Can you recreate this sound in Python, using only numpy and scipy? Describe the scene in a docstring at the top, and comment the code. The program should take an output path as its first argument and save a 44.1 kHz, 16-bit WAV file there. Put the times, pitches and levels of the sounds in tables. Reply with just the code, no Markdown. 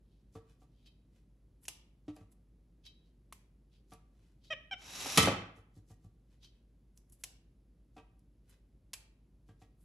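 """Close stereo microphone at a kitchen counter, over a low throbbing appliance hum and soft ventilation air.
A small monkey rummages in green beans over a steel stockpot, bumps the rim and snaps two pods (noise bursts
through pod resonances; steel modes). It squeaks twice (unsteady harmonics), then the pot scrapes along the
counter (coloured grit noise) and bangs down, rocking (steel and counter modes, falling bumps).
More handling and bumps follow, with two further snaps, in a small diffuse room."""
import sys
import numpy as np
from scipy import signal
from scipy.io import wavfile
from scipy.ndimage import uniform_filter1d

SR = 44100
rng = np.random.default_rng(int(sys.argv[2]) if len(sys.argv) > 2 else 0)


def master_out(mix):
    """Clip the mix to full scale and print it as 16-bit PCM to the path in sys.argv[1]."""
    frames = np.transpose(np.atleast_2d(mix))
    ceiling = np.clip(frames, -1, 1)
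    pcm = np.round(ceiling * 32767).astype(np.int16)
    wavfile.write(sys.argv[1], SR, pcm)


N = 433944  # length in samples

# Pods snapped in two. Each row: break of the flesh in seconds, level in dB, decay constant of the tear
# in seconds, pod resonance in Hz, how much earlier the outer skin splits in seconds.
SNAPS = [(1.6831, -33.5, 0.0012, 2730, 0.0013), (3.326, -45, 0.0012, 1120, 0.0013),
         (7.2389, -36, 0.0023, 2920, .0022), (8.9371, -36, 0.0022, 2530, 0.0041)]
# Small single cracks and ticks. Each row: start in seconds, level in dB, decay constant of the burst
# in seconds, resonance in Hz.
CRACKS = [(1.653, -53, 0.0059, 2590), (2.164, -60.5, 0.0022, 5000), (3.935, -56, 0.0017, 4500),
          (6.9751, -56, 0.0018, 6360), (7.098, -65, .002, 10500), (7.1225, -57, 0.012, 10400),
          (8.193, -73.5, 0.0012, 4560)]
# Spectrum of a tearing pod. Each row: frequency in Hz, level in dB.
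POD_SPECTRUM = [(100, -14.5), (400, -4), (900, -3.5), (1500, -9.5), (2700, -5), (4500, -4.5), (7000, 0),
                (11000, 2.5), (13000, -5.5), (16000, -19)]
# Hands landing on the rim. Each row: start in seconds, ring in dB, hardness as a corner in Hz, counter thud
# in dB, brush of skin in dB, low and high frequency in Hz that this spot of the wall favours.
KNOCKS = [(0.3524, -46, 1120, -47.5, -68.5, 447, 1180), (.617, -63.5, 1500, -72, -77, 745, 1170),
          (2.0801, -50, 2100, -48.5, -84, 630, 3750), (2.1628, -54.5, 1400, -64, -74, 633, 2620),
          (2.207, -61, 1280, -52.5, -80, 1160, 2100), (3.919, -51, 2300, -55, -66, 745, 1170),
          (5.573, -62, 702, -56, -73, 453, 1925), (5.7663, -58.5, 710, -51, -71.5, 299, 1896),
          (5.902, -59, 1240, -52.5, -67.5, 827, 1850), (6.0432, -65.5, 800, -49.5, -76.5, 720, 1180),
          (7.965, -50.5, 1490, -63, -78, 735, 2550), (7.978, -52, 1670, -62, -85, 1051, 2552),
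          (9.487, -59, 1700, -53.5, -77, 1580, 3180), (9.616, -58.5, 2420, -56.5, -72, 736, 2340)]
# Pot modes ahead of scatter and of the spot struck. Each row: frequency in Hz, level in dB struck at the
# rim, level in dB struck at the base.
POT_MODES = [(287, -9, -4), (301, -2, -12), (332, -9, -4), (452, -2, -7), (586, -11, -13), (632, -9, -19),
             (745, -2, -12), (872, -12, -11), (960, -8, -12), (1163, -5, 1), (1300, -8, -1),
             (1580, -10, -14), (1674, -10, -13), (1880, -12, -3), (1910, -9, -4), (2025, -14, -4),
             (2066, -14, -2), (2318, -12, -4), (2402, -12, -5), (2545, -8, -8), (2676, -13, 1),
             (2810, -10, -16), (3049, -9, -2), (3103, -10, 2), (3270, -8, -3), (3537, -14, 0),
             (3713, -14, -2), (3975, -10, -6), (4380, -15, -3), (5615, -18, -5), (6810, -20, -5)]
# The pot's base slamming and rocking. Each row: start in seconds, ring in dB, hardness as a corner in Hz,
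# counter thud in dB, contact clack in dB.
SLAMS = [(5.1737, -20.5, 7040, -29.5, -15.5), (5.1785, -22, 3007, -21, -26),
         (5.203, -31, 4974, -38.5, -32.5), (5.226, -30.5, 3970, -30, -28.5),
         (5.256, -32, 3000, -36.5, -32.5), (5.277, -36, 1206, -34, -43)]
# Modes of the counter under the pot. Each row: frequency in Hz, level in dB, 60 dB decay in seconds.
COUNTER_MODES = [(85, -6, 0.18), (100, -4, 0.21), (165, 3, 0.061), (205.9, -3.5, 0.13)]
# Spectrum of the contact clack. Each row: frequency in Hz, level in dB.
CLACK_SPECTRUM = [(100, -14.5), (600, -12), (1600, -7), (2700, -2.5), (3400, -2), (4500, -3), (7000, -5),
                  (11000, -7), (12800, -14.5), (14000, -39)]
# Hollow bumps on the counter top. Each row: start in seconds, level in dB.
BUMPS = [(5.0591, -35.5), (5.1805, -22), (5.236, -31), (5.2732, -21), (5.284, -24.5), (5.314, -33)]
# Spectrum of grit under the base. 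Each row: frequency in Hz, level in dB.
SCRAPE_SPECTRUM = [(80, 2), (550, -3.5), (1400, -0.5), (2300, -2.5), (3300, 1), (4600, -0.5), (6300, 1.5),
                   (8000, -3), (11000, -5.5), (12800, -14), (13800, -41)]
# Resonances that the scraping base sings with. Each row: frequency in Hz, width in Hz, level in dB.
SQUEAL_MODES = [(767.6, 78, -3.5), (2636, 240, -1), (3820, 68, 6), (5677, 350, 1.5), (6900, 110, -3),
                (11400, 770, -1.5)]
# Monkey squeaks. Each row: start in seconds, length in seconds, attack in seconds, level in dB, pitch in Hz,
# share of the pitch it scoops up from, swell in dB.
SQUEAKS = [(4.502, .039, 0.007, -34, 645, .04, 2), (4.7108, .035, .002, -36, 784, .005, 4.5)]
# Spectrum of the monkey's throat. Each row: frequency in Hz, level in dB.
THROAT_SPECTRUM = [(630, -1.5), (800, -5), (1250, -8.5), (1560, -3.5), (1900, -1.5), (2500, -2), (3150, 1),
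                   (3800, -15), (4500, -34), (5550, -13.5), (6500, -34.5), (8000, -33), (10000, -56)]
# A pod dragged over the others. Each row: loudest moment in seconds, level in dB ahead of the steel's ring,
# half length of the fall in seconds, centre in Hz.
DRAGS = [(0.132, -85, 0.13, 3680), (0.794, -81.5, 0.14, 3500), (0.866, -64, 0.021, 3700),
         (2.862, -56.5, 0.023, 3800), (3.063, -82, 0.041, 3600), (3.745, -75, 0.051, 3550),
         (4.456, -67, 0.048, 4000), (6.440, -61.5, 0.034, 4000), (6.55, -82, .05, 2304)]
# Steel resonances that a dragged pod excites. Each row: frequency in Hz, width in Hz, level in dB.
DRAG_RING = [(2580, 25, 12), (3135, 22, 17), (3400, 50, 7), (3875, 20, 15), (4480, 45, 10), (5040, 35, 10),
             (5940, 35, 11)]
# Fingers sliding along a pod. Each row: loudest moment in seconds, level in dB, half length in seconds.
STROKES = [(1.641, -61, 0.016), (2.324, -66.5, 0.011), (7.212, -70, 0.024), (8.503, -67, 0.014),
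           (9.82, -72.5, .029)]
# The hand groping among beans. Each row: middle in seconds, level in dB, half length in seconds.
GROPES = [(.51, -74, 0.041), (1.17, -77, 0.048), (4.25, -79, 0.12), (6.333, -77.5, 0.046),
          (8.52, -69, 0.043)]
# Spectrum of the ventilation air. Each row: frequency in Hz, level in dB.
AIR_SPECTRUM = [(20, -20.5), (35, -10), (60, 0), (150, 1), (300, -6), (500, -16), (800, -26), (1500, -32.5),
                (4000, -36), (8000, -40), (11000, -37.5), (13000, -47), (16000, -46.5)]
# Motor lines of the hum. Each row: frequency in Hz, rms level in dB.
HUM_LINES = [(42.4, -76), (51.0, -65), (59.5, -75), (119.7, -77)]
# Decay of the room. Each row: frequency in Hz, 60 dB decay in seconds.
ROOM_DECAY = [(100, 0.55), (400, 0.52), (1500, .58), (3000, .5), (6000, 0.36), (12000, 0.24)]
# Response of the microphone port. Each row: frequency in Hz, level in dB.
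MICROPHONE = [(20, -0.5), (8400, -3), (9050, -13.5), (10000, -0.5), (16000, -6.5)]

# Snap: skin splits, flesh breaks, then the seam string lets go (dB against the flesh; lag in s)
SKIN_DB, STRING_DB, STRING_LAG_S = -1.5, -7, 0.0042
# Pod: resonance sharpness; second resonance as a ratio to the first, and its level against it
POD_Q, POD_OVERTONE, POD_OVERTONE_DB = 2.5, 2.08, -6.5
# Fingers slip at each crack or tick: level against it, half length
SLIP_DB, SLIP_S = -16, 0.017
# Pot: 60 dB decay struck at rim and base (s), share of a rim knock that reaches the room
RIM_T60_S, BASE_T60_S, RIM_ROOM_DB = .13, .15, -12
SLAM_RISE_S = .0005  # time constant of a slam's build-up
# A hand settles with a second contact, softer (dB) and less hard (ratio), while its skin brushes the steel
SETTLE_S, SETTLE_DB, SETTLE_HARDNESS, BRUSH_LAG_S, BRUSH_S = 0.018, -6, 0.93, 0.0072, 0.029
# Harder contacts clack more: level against the ring at a hardness of 1 kHz, and its growth
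CLACK_DB, CLACK_DB_PER_OCTAVE = -18, 7
# How much the struck spot favours its modes, and over what spread
SPOT_DB, SPOT_OCTAVES = 8, .15
# The pot is pulled from rest with even acceleration, then braked; level follows a power of its speed
SLIDE_START_S, SLIDE_STOP_S, SLIDE_BRAKE_S, SLIDE_DB, SLIDE_SPEED_POWER = 4.765, 5.165, .02, -37.5, 1.1
SLIDE_DULL_HZ = 3500  # corner of the scrape as the pot starts to move
COUNTER_LOW_HZ = 62  # the counter radiates little below this
# Squeak endings: share of the pitch lost, how late pitch and level give way, roughness at the end
SAG, SAG_POWER, RELEASE_POWER, END_ROUGH = .21, 4.5, 8.0, .3
# Colour of each kind of rubbing: centre in Hz, spread in octaves
FINGER_BAND, BRUSH_BAND, GROPE_BAND = (10300, .3), (6300, 1.0), (1900, 1.5)
DRAG_CATCH = 1.75  # a dragged pod's rise is this many times quicker than its fall
# Harder drags ring the steel more: drag level at which the ring table holds, dB gained per dB
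DRAG_RING_AT_DB, DRAG_RING_GROWTH = -56.0, 0.3
TREBLE_TOP_HZ = 13030  # treble corner of the rubbing and cap on the pod's second resonance
EDGE_HZ = 15900  # upper band limit


def amp(db):
    """Decibels to gain."""
    return 10 ** (np.asarray(db) / 20)


def evened(x):
    """Scales to rms 1."""
    return x / np.sqrt(np.mean(x ** 2) + 1e-20)


def peaked(x, size=220):
    """Scales so that the loudest few milliseconds have rms 1."""
    return x / np.sqrt(uniform_filter1d(x ** 2, size).max() + 1e-20)


def read(points, hz):
    """Reads a spectrum on a log-frequency axis."""
    f, value = np.transpose(points)
    return np.interp(np.log(hz + 1), np.log(f), value)


def add(mix, s, sound):
    """Adds a sound into the stereo mix at time s."""
    part = mix[:, max(round(s * SR), 0):][:, :sound.shape[-1]]
    part += sound[..., :part.shape[-1]]


def colour(x, points, size=4096):
    """Causal minimum-phase filter with the given spectrum, so attacks stay sharp."""
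    log_gain = np.log(amp(read(points, abs(np.fft.fftfreq(size, 1 / SR)))))
    taps = np.fft.ifft(np.exp(np.conj(signal.hilbert(log_gain)))).real[:size // 2]
    return signal.oaconvolve(x, taps[None], axes=1)[:, :x.shape[1]]


def resonate(x, hz, q):
    """Lets one resonance of sharpness q ring."""
    return signal.lfilter(*signal.iirpeak(hz, q, fs=SR), x)


def one_pole_low(x, hz):
    """Dulls a sound gently above a corner."""
    return signal.lfilter(*signal.butter(1, hz, fs=SR), x)


def grains(size, spread_db, width):
    """Stereo train of tiny slips of uneven size; width is the part that the two ports do not share."""
    mid, side, strength = rng.standard_normal((3, size))
    return amp(spread_db * strength) * np.array([mid + width * side, mid - width * side])


def fractures():
    """Three bursts to a snap, one to a crack or tick: (s, dB, decay s, Hz)."""
    rows = list(CRACKS)
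    for s, db, decay, hz, lead in SNAPS:
        rows.append((s - lead, db + SKIN_DB, decay, hz))
        rows.append((s, db, decay, hz))
        rows.append((s + STRING_LAG_S, db + STRING_DB, decay, hz))
    return rows


def snaps(pod_ring=6.5, spread_db=2.0, width=0.034, rise=0.00017):
    """A pod breaks as a short avalanche of bursting cells that rings the hollow pod."""
    out, t = np.zeros((2, N)), np.arange(4096) / SR
    for s, db, decay, hz in fractures():
        burst = grains(len(t), spread_db, width) * np.exp(-t / decay) * (1 - np.exp(-t / rise))
        tear = colour(burst, POD_SPECTRUM)
        low = resonate(tear, hz, POD_Q)
        high = resonate(tear, min(hz * POD_OVERTONE, TREBLE_TOP_HZ), POD_Q)
        add(out, s, amp(db) * peaked(tear + pod_ring * (low + amp(POD_OVERTONE_DB) * high)))
    return out


def landings():
    """A hand lands on the rim and settles: (s, ring dB, hardness Hz, thud dB, clack dB, dB of each mode)."""
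    rows, (mode_hz, rim_db, _) = [], np.transpose(POT_MODES)
    for s, ring_db, hard_hz, thud_db, _, *spot_hz in KNOCKS:
        favour = sum(np.exp(-.5 * (np.log2(mode_hz / hz) / SPOT_OCTAVES) ** 2) for hz in spot_hz)
        mode_db = rim_db + SPOT_DB * favour
        clack_db = ring_db + CLACK_DB + CLACK_DB_PER_OCTAVE * np.log2(hard_hz / 1000)
        rows.append((s, ring_db, hard_hz, thud_db, clack_db, mode_db))
        rows.append((s + SETTLE_S, ring_db + SETTLE_DB, hard_hz * SETTLE_HARDNESS,
                     thud_db + SETTLE_DB, clack_db + SETTLE_DB, mode_db))
    return rows


def pot_ring(mode_db, hard_hz, t60, scatter_db=0.95, width=0.1, count=3):
    """The pot's modes after one blow, damped by the beans; a soft blow favours the low ones."""
    t = np.arange(SR // 4) / SR
    place, lag, split, late = rng.standard_normal((4, count * len(POT_MODES), 1))
    # the uneven load of beans splits each mode into close neighbours that beat
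    hz = np.repeat(np.transpose(POT_MODES)[0], count)[:, None] * (1 + .008 * split)
    db = np.repeat(mode_db, count)[:, None] + scatter_db * place
    decay = amp(db - 60 * t / t60) / (1 + (hz / hard_hz) ** 2)
    phase = late * hz / 1500  # long waves start together, short ones scatter
    lag = lag * width * hz / (hz + 3000)  # short waves reach the two ports out of step
    return np.array([(decay * np.sin(2 * np.pi * hz * t + phase + side * lag)).sum(0) for side in (-1, 1)])


def counter_thud(t, thud_hz):
    """The counter's modes swing after a blow, weaker above the corner thud_hz."""
    thud = 0
    for k, (hz, db, t60) in enumerate(COUNTER_MODES):
        decay = amp(db - 60 * t / t60) / (1 + (hz / thud_hz) ** 2)
        thud = thud + (-1) ** k * decay * np.sin(2 * np.pi * hz * t)
    return thud


def knocks(blows, ring_t60, clack_decay, clack_hz, rise, thud_hz, clack_width=0.15, clack_spread_db=5.5):
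    """Each blow clacks at the contact, rings the steel and thuds into the counter."""
    out, t = np.zeros((2, N)), np.arange(SR // 4) / SR
    thud = counter_thud(t, thud_hz)
    press = 1 - np.exp(-t / rise)  # the contact force builds up
    for s, ring_db, hard_hz, thud_db, clack_db, mode_db in blows:
        burst = grains(len(t), clack_spread_db, clack_width) * press * np.exp(-t / clack_decay)
        clack = one_pole_low(colour(burst, CLACK_SPECTRUM), min(clack_hz, SR / 2.2))
        add(out, s, amp(ring_db) * peaked(press * pot_ring(mode_db, hard_hz, ring_t60)))
        add(out, s, amp(thud_db) * peaked(press * thud))
        add(out, s, amp(clack_db) * peaked(clack))
    return out


def wall_boom(s=2.081, db=-38.5, hz=301, t60=0.22, rise=0.0016):
    """A soft palm on the pot's side swings only one low mode of the wall."""
    out, t = np.zeros((2, N)), np.arange(SR // 4) / SR
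    swing = amp(-60 * t / t60) * np.sin(2 * np.pi * hz * t)
    add(out, s, amp(db) * peaked((1 - np.exp(-t / rise)) * swing))
    return out


def slide(spread_db=4.0, width=0.24, judder_db=1.5):
    """Grit under the pot's base hisses louder and brighter as it gains speed, and makes the steel sing."""
    out, t = np.zeros((2, N)), np.arange(SLIDE_START_S, SLIDE_STOP_S + SLIDE_BRAKE_S, 1 / SR)
    speed = np.interp(t, [SLIDE_START_S, SLIDE_STOP_S, SLIDE_STOP_S + SLIDE_BRAKE_S], [0, 1, 0])
    judder = amp(judder_db * evened(uniform_filter1d(rng.standard_normal(len(t)), size=300)))
    grit = colour(grains(len(t), spread_db, width) * judder, SCRAPE_SPECTRUM)
    dull = one_pole_low(grit, SLIDE_DULL_HZ)
    grit = dull + np.sqrt(speed) * (grit - dull)
    sing = sum(amp(peak_db) * resonate(grit, hz, hz / wide) for hz, wide, peak_db in SQUEAL_MODES)
    add(out, SLIDE_START_S, amp(SLIDE_DB) * speed ** SLIDE_SPEED_POWER * evened(grit + sing))
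    return out


def bumps(start_hz=1100, end_hz=250, glide=.003, decay=0.011, scatter=0.71, scatter_hz=1500):
    """Bending waves in the counter top arrive treble first, so each bump falls in pitch."""
    out, t = np.zeros((2, N)), np.arange(SR // 8) / SR
    hz = end_hz + (start_hz - end_hz) * np.exp(-t / glide)
    wave = np.sin(2 * np.pi * np.cumsum(hz) / SR)
    for s, db in BUMPS:
        echoes = evened(signal.lfilter(*signal.butter(2, scatter_hz, fs=SR), grains(len(t), 0, 0.069)))
        add(out, s, amp(db) * peaked((wave + scatter * echoes) * np.exp(-t / decay)))
    return out


def squeaks(jitter=.01, rasp=.04, flutter_db=1.8):
    """Two short monkey calls whose pitch scoops up, then drops and roughens as they end."""
    out = np.zeros((2, N))
    for s, length, attack, db, pitch, scoop, swell_db in SQUEAKS:
        t = np.arange(0, length, 1 / SR)
        drift = uniform_filter1d(rng.standard_normal((17, len(t))), size=120)
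        waver, shimmer, *flutter = evened(uniform_filter1d(drift, size=60))
        slack = (t / length) ** SAG_POWER
        arch = 1 - scoop * (1 - t / length) ** 2 - SAG * slack
        hz = pitch * arch * (1 + jitter * (.5 + 2 * slack) * waver)
        turns = np.cumsum(hz) / SR
        call = 0
        for k in range(1, 16):
            level = amp(read(THROAT_SPECTRUM, k * hz) + flutter_db * flutter[k - 1])
            call = call + level * np.cos(2 * np.pi * k * turns + k * k / 2)
        noise = colour(grains(len(t), 0, 0), THROAT_SPECTRUM)
        swell = amp(swell_db * (t / length - .5))
        effort = np.minimum(t / attack, 1) * swell * (1 - (t / length) ** RELEASE_POWER)
        rough = END_ROUGH * slack
        voice = evened(call) * (1 + rough * shimmer) + (rasp + rough) * evened(noise)
        add(out, s, amp(db) * effort * voice)
    return out


def rustles(rows, shape, rings=(), catch=1, spread_db=6.0, clump_db=2.5, width=0.42, skirt_db=-12.0):
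    """Skin and pods rub in clumps of small slips."""
    out, hz = np.zeros((2, N)), np.geomspace(100, SR / 2, num=64)
    t = np.arange(-SR // 5, SR // 5) / SR
    centre_hz, octaves = shape
    hump = np.exp(-.5 * (np.log2(hz / centre_hz) / octaves) ** 2)
    band = (hump + amp(skirt_db)) / (1 + (hz / TREBLE_TOP_HZ) ** 10)
    for s, db, length in rows:
        clumps = amp(clump_db * evened(uniform_filter1d(rng.standard_normal(len(t)), size=130)))
        rub = colour(grains(len(t), spread_db, width) * clumps, np.c_[hz, 20 * np.log10(band)])
        rub = amp(db) * evened(rub) / np.cosh(2 * t * np.where(t < 0, catch, 1) / length)
        steel = sum(amp(peak_db) * resonate(rub, f, f / wide) for f, wide, peak_db in rings)
        rub = rub + amp(DRAG_RING_GROWTH * (db - DRAG_RING_AT_DB)) * steel
        add(out, s + t[0], rub[:, s + t >= 0])  # keep only what falls after the start
    return out


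def drags(octaves=0.42):
    """Dragged pods rasp finely and set the steel ringing."""
    return sum(rustles([(s, db, length)], (hz, octaves), DRAG_RING, DRAG_CATCH)
               for s, db, length, hz in DRAGS)


def handling():
    """Pods are groped for and stroked; fingers slip at each crack or tick and brush the rim at each landing."""
    slips = [(s, db + SLIP_DB, SLIP_S) for s, db, _, _ in CRACKS]
    brushes = [(s + BRUSH_LAG_S, db, BRUSH_S) for s, _, _, _, db, _, _ in KNOCKS]
    groping = rustles(GROPES, GROPE_BAND)
    return groping + rustles(STROKES + slips, FINGER_BAND) + rustles(brushes, BRUSH_BAND)


def inside_pot(x, crossing=0.002, bounce=0.33):
    """Sound made in the pot flutters from wall to wall, which gives it a hollow ring."""
    taps = np.zeros(SR // 20)
    taps[np.round(np.arange(8) * crossing * SR).astype(int)] = bounce ** np.arange(8)
    return signal.oaconvolve(x, taps[None] / np.linalg.norm(taps), axes=1)[:, :N]


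def nearby(x, decay=0.0072, width=0.29):
    """Quick reflections off the pot and the counter."""
    t = np.arange(SR // 15) / SR
    sparse = rng.random(len(t)) < 3000 / SR
    taps = grains(len(t), 0, width) * sparse * np.exp(-t / decay) * (t > .0015)
    return signal.oaconvolve(x.mean(0)[None], taps / np.linalg.norm(taps[0]), axes=1)[:, :N]


def room(x, gap=.004, mono_hz=900):
    """Dense reflections of random sign, each band dying at its own speed."""
    sparse = rng.random((2, SR)) < 4000 / SR
    taps = rng.choice([-1., 1.], (2, SR)) * sparse * (np.arange(SR) > gap * SR)
    hz, t, z = signal.stft(taps, SR, nperseg=256)
    mid, side = signal.istft(z * amp(-60 * t / read(ROOM_DECAY, hz)[:, None]), SR, nperseg=256)[1]
    side = signal.lfilter(*signal.butter(2, mono_hz, "high", fs=SR), side)  # the ports share the bass
    tail = np.array([mid + side, mid - side]) / np.linalg.norm(mid)
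    return signal.fftconvolve(x.mean(0)[None], tail, axes=1)[:, :N]


def background(air_db=-68.0, hum_db=0.0, width=0.36):
    """Soft ventilation rumble, and steady motor lines that throb by beating against each other."""
    t, hum = np.arange(N) / SR, 0
    for hz, db in HUM_LINES:
        hum = hum + amp(db) * np.sqrt(2) * np.sin(2 * np.pi * (hz * t + rng.random()))
    mid, side = colour(rng.standard_normal((2, N)), AIR_SPECTRUM)
    side = width * signal.lfilter(*signal.butter(1, 600, "high", fs=SR), side)  # the bass is shared
    return amp(air_db) * evened(np.array([mid + side, mid - side])) + amp(hum_db) * hum


def scene(snap_room_db=-16.0, snap_near_db=-12.0, pot_room_db=-7.0, bump_room_db=-9.5,
          squeak_room_db=-16.0, squeak_near_db=-13, rustle_room_db=-11.0, count=3):
    """All sources close to the microphone, each with its share of the room."""
    beans = snaps()
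    for _ in range(count):  # several independent crackles are summed for an even reverberant tail
        crackle = snaps(pod_ring=0.96)
        beans += amp(snap_near_db) * nearby(crackle) + amp(snap_room_db) * room(crackle)

    rim = knocks(landings(), RIM_T60_S, clack_decay=0.013, clack_hz=2080, rise=0.0013, thud_hz=92)
    base_db = np.transpose(POT_MODES)[2]
    slams = [(*slam, base_db) for slam in SLAMS]
    pot = slide() + knocks(slams, BASE_T60_S, clack_decay=0.012, clack_hz=15070,
                           rise=SLAM_RISE_S, thud_hz=900)
    low_cut = signal.butter(4, COUNTER_LOW_HZ, "high", fs=SR, output="sos")
    pot, thumps = signal.sosfilt(low_cut, [pot, bumps()])

    calls = squeaks()
    calls = calls + amp(squeak_near_db) * nearby(calls)
    rubs = inside_pot(handling()) + drags()

    send = amp(RIM_ROOM_DB) * rim + amp(pot_room_db) * pot + amp(bump_room_db) * thumps
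    send = send + amp(squeak_room_db) * calls + amp(rustle_room_db) * rubs
    return beans + rim + pot + wall_boom() + thumps + calls + rubs + room(send) + background()


def record(dry):
    """The microphone port cuts a notch in the treble; then the band limit."""
    edge = signal.firwin(511, EDGE_HZ, window=("kaiser", 9), fs=SR)
    return signal.oaconvolve(colour(dry, MICROPHONE), edge[None], "same")


dry = scene()
out = record(dry)
master_out(out)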